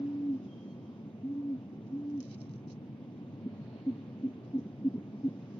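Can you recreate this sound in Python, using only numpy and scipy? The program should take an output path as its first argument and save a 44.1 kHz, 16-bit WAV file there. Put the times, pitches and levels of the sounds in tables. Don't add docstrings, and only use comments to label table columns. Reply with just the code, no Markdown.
import sys
import numpy as np
from scipy import signal
from scipy.io import wavfile

SR = 44100
rng = np.random.default_rng(int(sys.argv[2]) if len(sys.argv) > 2 else 0)


def int16_out(signal):
    q = np.round(np.clip(np.atleast_2d(signal).T, -1, 1) * 32767)
    wavfile.write(sys.argv[1], SR, q.astype(np.int16))


N = 246519
T = np.arange(N) / SR

# pitch in Hz, width in Hz, gain in dB.
STALK_BODY = [(2300, 700, -6), (3150, 700, -5), (4000, 600, 0), (4650, 500, 0)]


def from_db(db):
    return 10 ** (np.asarray(db) / 20)


def rms_one(x):
    return x / np.sqrt(np.mean(x ** 2) + 1e-20)


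def in_time(rows):
    s, *columns = np.transpose(rows)
    return [np.interp(T, s, column) for column in columns]


def at_hz(points, hz):
    points_hz, values = np.transpose(points)
    return np.interp(np.log(hz), np.log(points_hz), values)


def butter(x, order, hz, kind="low"):
    return signal.sosfilt(signal.butter(order, hz, kind, fs=SR, output="sos"), x)


def drift(rate_hz):
    pole = np.exp(-80 * np.pi * rate_hz / SR)
    slow = signal.lfilter([1], [1, -2 * pole, pole * pole], rng.standard_normal(N // 40 + 2002))[2000:]
    return np.interp(np.arange(N) / 40, np.arange(len(slow)), rms_one(slow))


def swell(peak_s, rise_s, fall_s):
    return 1 / (1 + ((T - peak_s) / np.where(T < peak_s, rise_s, fall_s)) ** 2)


def late(x, lag_s):
    return np.interp(T - lag_s, T, x, left=0)


def place(x, pan_db, left_lag_s=0, right_lag_s=0):
    return np.array([from_db(pan_db / 2) * late(x, left_lag_s),
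                     from_db(-pan_db / 2) * late(x, right_lag_s)])


def resonances(x, modes):
    out = 0
    for k, (hz, width_hz, db) in enumerate(modes):
        r = np.exp(-np.pi * width_hz / SR)
        b = (1 - r * r) / 2 * np.array([1, 0, -1])
        a = [1, -2 * r * np.cos(2 * np.pi * hz / SR), r * r]
        out = out + (-1) ** k * from_db(db) * signal.lfilter(b, a, x)
    return out


def throat(hz):
    phase = 2 * np.pi * np.cumsum(hz) / SR + rng.uniform(0, 2 * np.pi)
    return np.sin(phase) + from_db(-40) * np.sin(2 * phase)


def long_hoots():
    # start and end in seconds, top pitch in Hz, sag's lead on the end in seconds, sag depth
    # in Hz, opening, held and closing levels in dB, release in seconds.
    hoots = [(-.06, 0.381, 287.5, 0.062, 18.3, -34, -37, -32, 0.014),
             (1.221, 1.582, 286.3, 0.045, 42, -34, -37.5, -35.5, 0.032),
             (1.905, 2.233, 290.7, 0.043, 43, -35.5, -39, -34, 0.037)]
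    scoop_hz, scoop_s, arch_hz, sag_s = 46.9, 0.026, 9.9, 0.012
    attack_s, settle_s, push_rise_s, push_lead_s = 0.027, 0.11, 0.087, 0.076
    waver_hz, waver_db = 1.6, 1.4
    out = 0
    for start, end, top_hz, sag_lead_s, sag_hz, open_db, held_db, push_db, release_s in hoots:
        since, until = np.maximum(T - start, 0), np.maximum(end - T, 0)
        scoop = scoop_hz * np.exp(-since / scoop_s)
        sag = sag_hz / 2 * (1 + np.tanh((sag_lead_s - until) / (2 * sag_s)))
        arch = arch_hz * ((since - until) / (since + until)) ** 2
        hz = top_hz - scoop - sag - arch + waver_hz * drift(14.3)
        push_s = end - push_lead_s
        db = np.interp(T, [start + attack_s, start + settle_s, push_s - push_rise_s, push_s, end],
                       [open_db, held_db, held_db, push_db, push_db - 1.5])
        fade_in = np.sin(np.pi / 2 * np.minimum(since / attack_s, 1)) ** 2
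        fade_out = np.sin(np.pi / 2 * np.minimum(until / release_s, 1)) ** 2
        level = np.sqrt(2) * from_db(db + waver_db * drift(25))
        out = out + level * fade_in * fade_out * throat(hz)
    return out


def nest(calls):
    # delay in seconds, gain in dB.
    walls = [(0.019, -28.5), (0.043, -24.5), (0.108, -22)]
    # pitch in Hz, width in Hz, gain in dB.
    hollow = [(287, 6, -10)]
    softened = butter(calls, 4, hz=900)
    echoes = sum(from_db(db) * late(softened, delay_s) for delay_s, db in walls)
    return place(softened + echoes + resonances(softened, hollow), pan_db=-0.6, right_lag_s=0.00014)


def banded_noise(spectrum, flicker_db, flicker_hz, right_lag_s=0, deep_db=0):
    # frequency in Hz, left-right correlation from -1 to 1.
    likeness = [(60, .99), (230, .985), (450, .95), (900, .75), (1500, .45), (2000, -.3), (3300, .4),
                (4400, .3), (5500, -.3), (7000, -.3)]
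    # frequency in Hz, left minus right in dB.
    balance = [(60, -4), (100, 1.5), (170, 0), (290, -0.5), (490, -2.5), (820, -4), (1390, -2.5),
               (2350, -3), (3970, -0.5), (6710, 1)]
    out, run_in, left_right = 0, SR // 4, np.array([[1], [-1]])
    low_hz, high_hz = spectrum[1][0] * 0.8, spectrum[-2][0] * 1.25
    edges = np.geomspace(low_hz, high_hz, round(3 * np.log2(high_hz / low_hz)) + 1)
    white = rng.standard_normal((2, 2, N + run_in))
    for k, (low, high) in enumerate(zip(edges, edges[1:])):
        mid, side = butter(white[k % 2], 2, [low, high], "band")[:, run_in:]
        hz = np.sqrt(low * high)
        alike = at_hz(likeness, hz)
        band = np.sqrt(1 + alike) * mid + np.sqrt(1 - alike) * side * left_right
        deep_share = np.clip(2 * np.log2(200 / hz), 0, 1)
        gain = from_db(at_hz(spectrum, hz) + flicker_db * drift(flicker_hz) + deep_db * deep_share)
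        pan = from_db(at_hz(balance, hz) / 2 * left_right)
        out = out + gain * pan * band
    out = np.array([out[0], late(out[1], right_lag_s)])
    return out / np.sqrt(np.mean(out.mean(axis=0) ** 2))


def traffic_rumble():
    # frequency in Hz, relative noise density in dB.
    spectrum = [(47, -50), (80, -11), (124, 1), (177, -5.5), (226, 2), (311, -8), (344, -10), (450, -23),
                (580, -46), (990, -120)]
    # time in seconds, level in dB, tilt towards the deep bass in dB.
    ride = [(0, -45.5, 0.5), (.34, -42, -3.5), (.64, -44, -3), (1.42, -48, 0.5), (1.71, -43.5, -1.5),
            (2.12, -46, 0), (2.4, -44.5, 3), (3.0, -45.5, 0.5), (3.47, -43, 1), (3.8, -46.5, 1.5),
            (4.09, -44.5, -0.5), (4.6, -45, 0.5), (4.86, -45.5, 2.5), (5.59, -44, -2)]
    level_db, deep_db = in_time(ride)
    rumble = banded_noise(spectrum, flicker_db=1.67, flicker_hz=23, right_lag_s=0.00018, deep_db=deep_db)
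    return from_db(level_db) * rumble


def far_cars():
    # closest moment in seconds, hiss level in dB, approach and departure in seconds.
    passes = [(-.05, -70.5, .2, 0.38), (2.302, -78, 0.22, 0.14), (3.779, -71.5, 0.4, 0.77),
              (5.6, -74, 0.45, 0.22)]
    # frequency in Hz, relative noise density in dB.
    roar_spectrum = [(210, -32), (350, -8), (444, -6.5), (539, -6), (577, -8), (1020, -17.5), (1130, -19),
                     (1250, -31.5), (1500, -38.5), (1950, -55), (3300, -120)]
    # frequency in Hz, relative noise density in dB.
    tyre_spectrum = [(760, -27.5), (1300, -0.5), (1590, -2.5), (2150, 0.5), (3300, -2), (3570, -6),
                     (4180, -15.5), (4600, -11), (5980, -43), (10100, -120)]
    hiss_db, roar_db, roar_follows = -74.5, -60.5, 0.41
    car_power = sum((from_db(db - hiss_db) * swell(s, rise_s, fall_s)) ** 2
                    for s, db, rise_s, fall_s in passes)
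    lift_db = 10 * np.log10(1 + car_power)
    roar = banded_noise(roar_spectrum, flicker_db=1.5, flicker_hz=9, right_lag_s=0.00013)
    hiss = banded_noise(tyre_spectrum, flicker_db=1.38, flicker_hz=24)
    return from_db(roar_db + roar_follows * lift_db) * roar + from_db(hiss_db + lift_db) * hiss


def wind():
    # frequency in Hz, relative noise density in dB.
    spectrum = [(2590, -24.5), (4400, -0.5), (6340, -0.5), (7160, -9.5), (9310, -48), (15800, -120)]
    # time in seconds, level in dB.
    gusts = [(0, -80.5), (.64, -81.5), (1.25, -85.5), (1.93, -85), (2.35, -80), (2.55, -91), (2.66, -87),
             (2.8, -88), (3.11, -85.5), (4.86, -84), (5.2, -81.5), (5.59, -77.5)]
    return from_db(in_time(gusts)[0]) * banded_noise(spectrum, flicker_db=2, flicker_hz=8.9)


def thin_tones():
    # pitch in Hz, opening downward glide in Hz, share of blur, level curve as pairs of
    # seconds and dB.
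    squeals = [(3212, 110, .45, [(.47, -90), (.49, -68), (.515, -67), (.535, -62), (.56, -67), (.645, -68),
               (.662, -74), (.69, -69), (.73, -71), (.76, -82), (.82, -77), (.88, -78), (.92, -86),
               (1.1, -95)]), (4370, 0, .9, [(.665, -95), (.685, -81), (.72, -82), (.76, -98)])]
    blur_hz, glide_s, waver_hz, flutter_db = 90, 0.012, 17, 1.8
    out = 0
    for hz, glide_hz, blur_share, curve in squeals:
        start, end = curve[0][0], curve[-1][0]
        band = [(hz, blur_hz, 0)]
        blur = rms_one(resonances(resonances(rng.standard_normal((2, N)), band), band))
        glide = glide_hz * np.exp(-np.maximum(T - start, 0) / glide_s)
        tone = np.sin(2 * np.pi * np.cumsum(hz + glide + waver_hz * drift(25)) / SR)
        level = from_db(in_time(curve)[0] + flutter_db * drift(25)) * (T > start) * (T < end)
        out = out + level * (tone + blur_share * blur)
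    return out


def stalk_rubs():
    # time of full level in seconds, level in dB, hold in seconds, relative levels of body
    # and of squeak in dB.
    rubs = [(1.866, -77, .005, -2, 1.5), (2.105, -78, .005, -8, -7.5), (2.16, -83.5, 0.02, -11, -7),
            (2.207, -71, 0.034, -1.5, -14), (2.248, -68, 0.06, -5, -1), (2.309, -66, 0.02, 3.5, -2),
            (2.34, -73, .008, -9, -4), (2.385, -76, .022, -8, 0), (2.41, -69, 0.018, -6, 4),
            (2.45, -79, .02, -6, 2), (2.503, -75, 0.006, -3, -4), (2.535, -76, .025, -7, -2),
            (2.585, -78, 0.01, -6, 0), (2.68, -79, .008, -4, -4), (2.705, -66.5, .006, 1, -6),
            (2.72, -70.5, 0.008, -9, 2), (4.44, -84, 0.022, 2.5, -14), (4.58, -75, 0.028, -5, -10)]
    # pitch in Hz, width in Hz, gain in dB.
    bright_modes = [(5000, 470, -10), (5520, 330, 2), (6300, 730, -2), (7000, 1200, -7)]
    # pitch in Hz, width in Hz, gain in dB.
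    squeak_mode = [(5470, 230, 0)]
    clicks_per_s, rise_db_per_s, fall_db_per_s = 2600, 1200, 600
    sizes = from_db(3.3 * np.minimum(rng.exponential(1, N), 4)) * rng.choice([-1, 1], (2, N))
    hits = rng.random((2, N)) < clicks_per_s / SR
    grains = hits * sizes * from_db(2.2 * drift(55)) + 1e-18
    bright = rms_one(resonances(grains[0], bright_modes))
    body = rms_one(resonances(grains[1], STALK_BODY))
    squeak = rms_one(resonances(resonances(grains[0], squeak_mode), squeak_mode))
    out = 0
    for s, db, hold_s, body_db, squeak_db in rubs:
        fade_db = rise_db_per_s * np.maximum(s - T, 0) + fall_db_per_s * np.maximum(T - s - hold_s, 0)
        rustle = bright + from_db(body_db) * body + from_db(squeak_db) * squeak
        out = out + from_db(db - np.minimum(fade_db, 200)) * rustle
    return out


def stalk_snaps():
    # time in seconds, rough peak level in dB, relative level of the body in dB.
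    snaps = [(2.1, -62, -8), (2.177, -58, -6), (2.2046, -40.5, -9.5), (2.2102, -55, -2), (2.228, -47, -10),
             (2.2443, -62, -9), (2.253, -55, -1), (2.315, -61, -13), (2.348, -57, -15), (2.416, -53, -3),
             (2.494, -61, 3), (2.537, -57, 0), (2.6734, -62, -12), (2.687, -61, -2), (2.699, -54.5, -9),
             (2.7085, -64, -4), (2.729, -61, -13)]
    # pitch in Hz, width in Hz, gain in dB.
    bright_modes = [(5020, 660, -4), (5700, 1330, 0.5)]
    makeup_db, crack_db = 24.5, -21
    s, db, body_db = np.transpose(snaps)
    clicks = np.full((2, N), 1e-18)
    clicks[:, np.round(s * SR).astype(int)] = from_db(makeup_db + np.array([db, db + body_db]))
    crack = from_db(crack_db) * np.diff(clicks[0], prepend=0)
    return crack + resonances(clicks[0], bright_modes) + resonances(clicks[1], STALK_BODY)


def nest_box(stalks):
    # left delay in seconds, right delay in seconds, gain in dB.
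    reflections = [(.0023, .0026, -10), (.0047, .0039, -11), (.0081, .0104, -13)]
    echoes = sum(from_db(db) * place(stalks, 0, left_s, right_s) for left_s, right_s, db in reflections)
    return place(stalks, pan_db=-6.5, left_lag_s=0.001) + echoes


def short_hoots():
    # start in seconds, peak level of the tone in dB, pitch in Hz, length in seconds.
    puffs = [(3.458, -27.5, 242, 0.02), (3.86, -23, 265.3, 0.045), (3.905, -37, 209, 0.018),
             (4.23, -25, 260, 0.042), (4.273, -33.5, 256, 0.019), (4.352, -39, 228, 0.013),
             (4.531, -23.5, 264, 0.046), (4.579, -30.5, 257.7, 0.018), (4.649, -36, 210, 0.023),
             (4.81, -36.5, 206, 0.028), (4.841, -21, 267.4, 0.046), (4.936, -27.5, 241.6, 0.031),
             (4.966, -34, 177, 0.023), (5.126, -37.5, 205, 0.035), (5.232, -22.5, 266.9, 0.049),
             (5.279, -31, 185.4, 0.013)]
    # pitch in Hz, width in Hz, gain in dB.
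    throat_modes = [(302, 130, -8.5), (411, 47, -2)]
    pitch_fall = 0.08
    air = rms_one(resonances(rng.standard_normal(N), throat_modes))
    out = np.zeros(N)
    for start, db, hz, length_s in puffs:
        progress = np.arange(round(length_s * SR)) / (length_s * SR)
        span = round(start * SR) + np.arange(len(progress))
        skew = 0.42 + 18.4 * length_s
        blunt_swell = np.sin(np.pi * progress ** skew) ** 0.55
        tone = blunt_swell * throat(hz * (1 + pitch_fall * (0.4 - progress ** 2)))
        breath_db = -14.5 - 2.56 * max(db + 29, 0)
        breath = from_db(breath_db) * np.sin(np.pi * progress ** 1.7) * air[span]
        out[span] += from_db(db) * (tone + breath)
    return out


def car_swish():
    # centre in Hz, width in Hz, gain in dB.
    band = [(4280, 430, 0)]
    air = resonances(resonances(rng.standard_normal((2, N)), band), band)
    air = rms_one(butter(air, 8, hz=4400))
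    return from_db(-76.5) * swell(peak_s=3.72, rise_s=0.23, fall_s=0.25) * air


def scene():
    owl = nest(long_hoots() + short_hoots())
    night_bed = traffic_rumble() + far_cars() + wind() + car_swish()
    stalks = nest_box(stalk_rubs() + stalk_snaps())
    return owl + night_bed + stalks + thin_tones()


def record(dry):
    bass_cut_hz, top_hz, cutoff_hz = 99, 7600, 15700
    narrow = butter(dry, 9, bass_cut_hz, "high")
    narrow = signal.sosfilt(signal.cheby2(10, 45, top_hz, fs=SR, output="sos"), narrow)
    leak = from_db(-26) * butter(dry, 6, top_hz, "high")
    hiss = from_db(-95) * (rng.standard_normal(N) + rng.standard_normal((2, N)))
    murmur = from_db(-85.5) * rms_one(butter(hiss, 2, hz=90))
    top_cut = signal.ellip(12, 0.5, 70, cutoff_hz, fs=SR, output="sos")
    return signal.sosfilt(top_cut, narrow + leak + hiss + murmur)


dry = scene()
out = record(dry)
int16_out(out)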